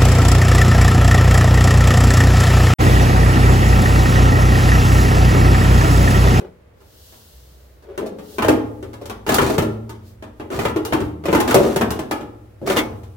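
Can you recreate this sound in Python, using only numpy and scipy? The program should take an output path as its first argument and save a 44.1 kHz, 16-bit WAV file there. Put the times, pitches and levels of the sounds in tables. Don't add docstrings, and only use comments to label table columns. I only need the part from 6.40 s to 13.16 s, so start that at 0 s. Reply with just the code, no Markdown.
import sys
import numpy as np
from scipy import signal
from scipy.fft import rfft, irfft, next_fast_len
from scipy.io import wavfile
from scipy.ndimage import uniform_filter1d

SR = 44100
rng = np.random.default_rng(int(sys.argv[2]) if len(sys.argv) > 2 else 0)


def generate_wav(sig):
    pcm = np.round(np.clip(np.atleast_2d(sig).T, -1, 1) * 32767).astype(np.int16)
    wavfile.write(sys.argv[1], SR, pcm)


N = 298116
RING = 65536
TIME = np.arange(N) / SR
AGE = np.arange(RING) / SR
RING_HZ = np.fft.rfftfreq(RING, 1 / SR)
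SIDES = np.array([[1], [-1]])


def from_db(db):
    return 10 ** (np.asarray(db) / 20)


def rms(x):
    return np.sqrt(np.mean(x ** 2) + 1e-20)


def at_hz(points, hz):
    f, value = np.transpose(points)
    return np.interp(np.log(np.maximum(hz, 1)), np.log(f), value)


def level(rows):
    rows = np.array(rows)
    curve_db = np.interp(TIME, rows[:, 0], rows[:, -1], left=-120, right=-120)
    return uniform_filter1d(from_db(curve_db), size=441)


def add(out, s, sound):
    start = max(int(s * SR), 0)
    part = sound[..., :max(N - start, 0)]
    out[..., start:start + part.shape[-1]] += part


# pitch_hz, likeness (0-1)
LIKENESS = [(60, 0.89), (230, 1), (330, 0.54), (550, 0.14), (1100, 0.04), (16000, 0.028)]


def pair(mid, side, hz):
    alike = np.clip(at_hz(LIKENESS, hz), 0, 1)
    return np.sqrt(1 + alike) * mid + np.sqrt(1 - alike) * side * SIDES


def coloured(source, colour):
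    size = next_fast_len(N)
    hz = np.fft.rfftfreq(size, 1 / SR)
    mid, side = rfft(source, size)
    spectrum = pair(mid, side, hz) * from_db(at_hz(colour, hz))
    out = irfft(spectrum, size)[:, :N]
    return out / rms(out)


def noise(colour):
    return coloured(rng.standard_normal((2, N)), colour)


def grains(count, per_s, spread_db):
    sizes = from_db(spread_db * np.minimum(rng.exponential(1, count), 4))
    return (rng.random(count) < per_s / SR) * sizes * rng.choice([-1, 1], count)


ZONE_EDGES_HZ = [3500, 700, 150, 50]


def zones(x):
    top, middle, low, bottom = ZONE_EDGES_HZ
    bands = [(top, "high"), ([middle, top], "band"), ([low, middle], "band"), ([bottom, low], "band")]
    filters = [signal.butter(3, hz, kind, fs=SR, output="sos") for hz, kind in bands]
    return [signal.sosfilt(sos, x) for sos in filters]


# pitch_hz, relative_db
RUMBLE_COLOUR = [(20, -14), (45, -5), (68, 4), (95, 5.5), (140, -22), (300, -40)]
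# pitch_hz, relative_db
AIR_COLOUR = [(35, -52), (60, 5), (238, -11), (503, -5.5), (553, -9.5), (636, -7.5), (698, -14.5),
              (1820, -20.5), (2050, -21.5), (7000, -41.5), (16000, -54)]
AIR_DB = -52.5
RUMBLE_DB, HANDLING_DB = -55.5, -4.5


def yard(oven, air_db=0.0):
    thump = zones(oven[0])[-1]
    shaking = np.sqrt(np.abs(uniform_filter1d(thump ** 2, size=SR // 12)))
    rumble = from_db(RUMBLE_DB) + from_db(HANDLING_DB) * shaking
    return rumble * noise(RUMBLE_COLOUR) + from_db(AIR_DB + air_db) * noise(AIR_COLOUR)


EASING_DB = 5


def pressing(rows):
    return sum(level([(start, db - EASING_DB), ((start + end) / 2, db), (end, db - EASING_DB)])
               for start, end, db in rows)


def mode_strengths(is_mode, spread_db=5.0):
    return is_mode * from_db(spread_db * np.clip(rng.standard_normal(len(is_mode)), -2, 2))


def rubbed(pressure, strengths, slips_per_s, ring_t60, colour, direct=0.68):
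    slips = grains(N, slips_per_s, spread_db=3.5)
    force = slips / rms(slips) * pressure
    phases = np.exp(2j * np.pi * rng.random((2, len(RING_HZ))))
    ring = irfft(strengths * phases) * from_db(-60 * AGE / ring_t60)
    ring /= np.linalg.norm(ring, axis=1, keepdims=True)
    ring[0, 0] += direct
    sound = signal.fftconvolve(force[None], ring, axes=1)[:, :N]
    return rms(pressure) * coloured(sound, colour)


# start_s, end_s, level_db
DRAGS = [(0.0, 0.08, -36.5), (1.43, 1.47, -41.5), (1.466, 1.56, -34.5), (1.585, 1.66, -27),
         (1.86, 1.99, -41), (6.225, 6.268, -31.5)]
# pitch_hz, relative_db
DRAG_COLOUR = [(120, -35), (300, -3), (400, 4.5), (520, -2.5), (610, 3), (700, -8.5), (1400, -20),
               (3000, -29), (8000, -46)]


def drags(is_mode, slips_per_s=500, ring_t60=0.15):
    return rubbed(pressing(DRAGS), mode_strengths(is_mode), slips_per_s, ring_t60, DRAG_COLOUR)


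# pitch_hz, relative_db
SHEET_COLOUR = [(26, -44), (45, -14), (85, -5), (146, -11), (228, -3), (271, -6), (314, 0), (580, -8),
                (689, -13), (880, -12), (2080, -22), (2350, -23), (4570, -31), (13500, -35), (16000, -38)]
# pitch_hz, t60_s
SHEET_T60 = [(60, 0.15), (150, 0.68), (300, 0.89), (700, 0.76), (1500, 0.46), (3500, 0.44), (8000, 0.29),
             (16000, 0.25)]
# pitch_hz, over_ring_db
FLASH_DB = [(100, 2.3), (400, 7.9), (1500, 1.9), (5000, 8.4), (14000, 5.9)]
# pitch_hz, time_constant_s
FLASH_S = [(100, 0.068), (400, 0.034), (1500, 0.027), (5000, 0.011), (14000, 0.016)]


def sheet_response(strengths):
    mid, side = np.exp(2j * np.pi * rng.random((2, len(RING_HZ))))
    lines = pair(mid, side, RING_HZ) * strengths * from_db(at_hz(SHEET_COLOUR, RING_HZ))
    edges = np.geomspace(40, 18000, 13)
    out = np.zeros((2, RING))
    for low, high in zip(edges, edges[1:]):
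        hz = np.sqrt(low * high)
        in_band = (RING_HZ >= low) & (RING_HZ < high)
        flash = 1 + from_db(at_hz(FLASH_DB, hz)) * np.exp(-AGE / at_hz(FLASH_S, hz))
        decay = from_db(-60 * AGE / at_hz(SHEET_T60, hz))
        out += irfft(lines * in_band) * flash * decay
    return out


# pitch_hz, relative_db, t60_s
PANEL_MODES = [(110.4, -5.5, 4.4), (206, -30, 0.53), (223.3, -7, 0.84), (303.5, -8.5, 1), (392.6, -1, 0.37),
               (449, -14.5, 0.64), (477.5, -19, 1.06), (573, -5, 0.19), (637, -0.5, 0.14),
               (728, -8.5, 0.36), (896, -3, 0.27), (1235, -16, 0.48), (1430, -17, .35), (1700, -12, 0.37),
               (1870, -23.5, 0.16), (2040, -14, 0.15), (2845, -12, 0.29), (3280, -17, 0.13)]


def sheet_spot(strengths, uneven_db=4.0, modes_db=-5.5):
    parts = [part / rms(part[:, :SR // 20]) for part in zones(sheet_response(strengths))]
    for hz, db, t60 in PANEL_MODES:
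        zone = sum(hz < edge for edge in ZONE_EDGES_HZ)
        apart = np.arccos(np.clip(at_hz(LIKENESS, hz), 0, 1)) * rng.normal(0, 0.37) * SIDES
        size = from_db(db + modes_db + uneven_db * rng.normal()) * rng.choice([-1, 1])
        tone = np.sin(2 * np.pi * hz * AGE + apart) * from_db(-60 * AGE / t60)
        parts[zone] = parts[zone] + size * tone
    return np.array(parts)


def above(hz, corner=0.71):
    ratio = 1j * RING_HZ / (corner * hz)
    return ratio ** 2 / (1 + ratio + ratio ** 2)


# time_s, delay_s
LAG = [(5.2, .00018), (5.4, -.00006)]


def delayed(sound, s):
    lag = int(round(np.interp(s, *np.transpose(LAG)) * SR))
    return np.array([np.pad(side, (max(late, 0), 0))[:len(side)] for side, late in zip(sound, (-lag, lag))])


def clonk(strength_db, part_hz, clonk_db=1.5, t60=0.066, rise_s=0.00033, stiffening=2.3, relax_s=0.0032):
    age = AGE[:SR]
    shape = from_db(-60 * age / t60) * (1 - np.exp(-age / rise_s))
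    hz = part_hz * (1 + stiffening * from_db(strength_db) * np.exp(-age / relax_s))
    return from_db(strength_db + clonk_db) * shape * np.sin(2 * np.pi * np.cumsum(hz) / SR)


REBOUND_S, REBOUND_SCATTER = .043, .05
REBOUND_LOSS_DB, LOSS_PER_HARDNESS, REBOUND_DULLING_DB = 11.0, 0.23, 14


def rebounds(hardness_db, count=4):
    turn = np.arange(count)
    delays = REBOUND_S * (turn + REBOUND_SCATTER * rng.standard_normal(count) * (turn > 0))
    loss_db = max(REBOUND_LOSS_DB + LOSS_PER_HARDNESS * hardness_db, 2)
    return zip(delays, -loss_db * turn, -REBOUND_DULLING_DB * turn)


# start_s, strength_db, clang_db, click_db, thump_db
KNOCKS = [(0.003, -35, -9, -7, 1.5), (0.405, -50.5, -2.5, 1.5, -10), (0.723, -50, 1.5, 6, -16),
          (1.424, -52, -1, 3.5, -10), (1.577, -23, -4.5, -4, -12), (1.614, -25, -30, -26, -17),
          (1.661, -30, -9, -2.5, -20), (1.786, -33, -7, -7, -8), (1.9835, -19.5, 0, -5, -6),
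          (2.0225, -18, 2, -3, -1), (2.045, -15.5, -6, -6.5, -5), (2.0838, -6, -8, -7, -5),
          (2.427, -29, -8.5, -7.5, -29), (2.532, -36, -1.5, 0.5, -11), (2.614, -29.5, -12.5, -10, -18),
          (2.6564, -39.5, 2.5, 11.5, -7), (2.6976, -28.5, 0, 2.5, -13), (2.865, -23.5, -0.5, -2.5, -3),
          (2.891, -15, 0, 2, -2.5), (2.943, -24, 6.5, 17.5, 7), (2.984, -13.5, 2.5, -3, -5),
          (3.015, -15.5, -5, -3, 2.5), (3.099, -13, -15, -8.5, -16), (3.181, -15, -2, 0, 9),
          (3.2215, -16.5, -15.5, -7.5, -15), (3.4936, -35.5, 0, 4.5, -15), (3.824, -32.5, -3.5, -6, -11),
          (3.998, -28.5, -5, -11, 0.5), (4.103, -25.5, -6.5, -9.5, -14), (4.131, -24, -5.5, -14, 4),
          (4.190, -19, -2.5, -3.5, -1), (4.252, -17, -0.5, -5, 0.5), (4.361, -15.5, -10.5, -12, -13),
          (4.4505, -26, -2.5, 7, -20), (4.524, -16, -2, -11, -4), (4.532, -14.5, -6.5, -5, -4),
          (4.604, -23, -6.5, -7, 9.5), (4.838, -29.5, -4, -9, 0), (4.855, -22, -2.5, -1.5, -18),
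          (4.884, -15.5, -7.5, -16, 0), (4.928, -11.5, -4, -7, -30), (4.949, -13, -1.5, -4, 1.5),
          (5.002, -15.5, -1, 1.5, -13), (5.077, -20, -1, 1.5, -2), (5.109, -23, 8, 7, 1.5),
          (5.1435, -7.5, -4.5, 1.5, -1.5), (5.159, -7.5, -12.5, -28.5, -25),
          (5.3607, -15.5, -3.5, 0.5, -0.5), (5.411, -14, -2, -5, -4), (5.5057, -21, -3.5, 4, 5),
          (5.591, -21.5, -6, -3.5, -4.5), (5.711, -18.5, -1, -0.5, -10), (5.809, -31.5, -7, -7, 3),
          (6.216, -26.5, -24, -27.5, -3), (6.274, -17.5, -5.5, -4, -21), (6.299, -15.5, -5.5, -3, -22),
          (6.3685, -16, -2, 2, -3), (6.513, -40.5, -6, -16, 11), (6.633, -57.5, 9.5, 14.5, -12)]
CHATTER_S, CHATTER_SHORTENING, USUAL_CLICK_DB = 0.004, 0.3, -31
PART_HZ, PART_SCATTER, PART_RISE = 365, 0.14, .008


def knocks(spots, click_db=-13.0, clang_db=-2.0, body_db=-3.0, thump_db=-13.5,
           chatter=0.13, chatter_per_s=1500, brightening=0.018):
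    out = np.zeros((2, N))
    responses = [rfft(spot.astype(np.float32)) for spot in spots]
    for k, (s, strength_db, clang_over_db, hardness_db, weight_db) in enumerate(KNOCKS):
        sharpness_db = strength_db + hardness_db - USUAL_CLICK_DB
        part_hz = PART_HZ * 2 ** (PART_RISE * clang_over_db + PART_SCATTER * rng.standard_normal())
        progress = AGE / (CHATTER_S * from_db(-CHATTER_SHORTENING * sharpness_db))
        swell = progress * np.exp(1 - progress)
        force = chatter * grains(RING, chatter_per_s, spread_db=4.0) * swell
        force[0] += 1
        tilt = np.maximum(RING_HZ / ZONE_EDGES_HZ[0], 1) ** (brightening * sharpness_db)
        click, clang, body, thump = responses[k % len(spots)] * rfft(force).astype(np.complex64)
        rings = [irfft(zone)[:, :SR] for zone in (click * tilt, clang, body * above(part_hz), thump)]
        zone_db = [click_db + hardness_db, clang_db + clang_over_db, body_db, thump_db + weight_db]
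        gains = from_db(strength_db + np.array(zone_db))
        click, clang, body, thump = [ring * (gain / rms(ring[:, :SR // 40])) for ring, gain in zip(rings, gains)]
        treble = delayed(click + clang, s)
        bass = delayed(body + thump, s) + clonk(strength_db, part_hz)
        for delay, db, dull_db in rebounds(hardness_db):
            add(out, s + delay, from_db(db) * (bass + from_db(dull_db) * treble))
    return out


# start_s, fastest_s, end_s, level_db
RUBS = [(0.317, 0.673, 1.63, -47), (1.737, 1.947, 2.12, -43.5), (3.604, 3.68, 3.79, -52.5)]
# pitch_hz, relative_db
RUB_COLOUR = [(710, -35), (1200, -20), (1560, -6), (2230, -20), (2760, -0.5), (4260, 2), (9210, -4),
              (12700, -1), (16000, 0.5)]


def glove(fibres=.5, speed_power=1.31):
    catches = grains(2 * N, per_s=1500, spread_db=0.0).reshape(2, N)
    hiss = coloured(rng.standard_normal((2, N)) + fibres * catches, RUB_COLOUR)
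    loudness = np.zeros(N)
    for start, fastest, end, db in RUBS:
        speed = np.interp(TIME, [start, fastest, end], [0, 1, 0])
        loudness += from_db(db) * speed ** speed_power
    return hiss * loudness


# start_s, pitch_hz, level_db, t60_s
WOBBLE = [(0.92, 63.4, -45, 4.3), (2.089, 113, -35.5, 1.2), (2.681, 59.6, -47, 6.8),
          (3.19, 111.4, -28, 1.95), (3.45, 90.2, -44.5, 6.1), (4.149, 113, -32, 1.4),
          (4.619, 113.2, -33.5, 1.05), (4.682, 77, -36.5, 3.1), (5.369, 112.4, -30, 0.92),
          (5.851, 95.1, -56, 8.8), (6.449, 90.7, -43, 5.3)]


def wobble(wobble_db=0.0, octave_db=6.0, rise_s=.025, sway=0.17):
    out = np.zeros(N)
    widest_db = max(row[2] for row in WOBBLE)
    for s, hz, db, t60 in WOBBLE:
        bend = np.interp(TIME, np.linspace(0, N / SR, 60), rng.standard_normal(60))
        phase = 2 * np.pi * hz * TIME + np.pi * sway * bend
        swing = from_db(db - 60 * TIME / t60) * (1 - np.exp(-TIME / rise_s))
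        octave = from_db(octave_db - widest_db) * swing * np.sin(2 * phase)
        add(out, s, from_db(wobble_db) * np.sqrt(2) * swing * (np.sin(phase) + octave))
    return out


# start_s, end_s, level_db
SCRAPES = [(2.872, 2.985, -19), (2.976, 3.16, -24), (4.115, 4.31, -28), (4.905, 5.017, -25),
           (5.078, 5.16, -20), (5.18, 5.35, -26.5), (6.262, 6.345, -21), (6.355, 6.402, -16)]
# pitch_hz, relative_db
SCRAPE_COLOUR = [(88, -93), (150, -15), (368, -2), (545, -10.5), (1360, -14.5), (1530, -14.5),
                 (1760, -13.5), (2310, -20), (2760, -21.5), (9260, -30), (16000, -33)]


def scrapes(is_mode, slips_per_s=900, ring_t60=0.094):
    return rubbed(pressing(SCRAPES), mode_strengths(is_mode), slips_per_s, ring_t60, SCRAPE_COLOUR)


# start_s, level_db
RIM_HITS = [(6.3001, -35), (6.3699, -27.5), (6.378, -39), (6.389, -28.5)]
# pitch_hz, relative_db, t60_s
RIM_MODES = [(1760, -1, 0.3), (2055, 6, 0.16), (2212, 4, 0.27), (2610, -5, 0.22), (2860, 7, 0.079),
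             (3113, 1, 0.11), (3270, 1, 0.12), (3506, 3.5, 0.1), (3650, -1, 0.068), (3940, -9, 0.073)]


def struck_rim():
    out = np.zeros((2, N))
    for s, hit_db in RIM_HITS:
        for hz, db, t60 in RIM_MODES:
            phases = 2 * np.pi * rng.random((2, 1))
            decay = from_db(hit_db + db - 60 * AGE / t60)
            add(out, s, decay * np.sin(2 * np.pi * hz * AGE + phases))
    return out


def scene(mode_spacing_hz=3.0, pan_db=0.48):
    is_mode = rng.random(len(RING_HZ)) < RING_HZ[1] / mode_spacing_hz
    spots = [sheet_spot(mode_strengths(is_mode)) for _ in range(8)]
    oven = knocks(spots) + scrapes(is_mode) + drags(is_mode) + struck_rim() + glove()
    return oven * from_db([[pan_db], [-pan_db]]) + wobble() + yard(oven)


CUTOFF_HZ = 16000


def record(dry):
    rounded = dry / (1 + dry ** 6) ** (1 / 6)
    low_pass = signal.ellip(10, .1, 80, CUTOFF_HZ, fs=SR, output="sos")
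    return signal.sosfilt(low_pass, rounded)


dry = scene()
out = record(dry)
generate_wav(out)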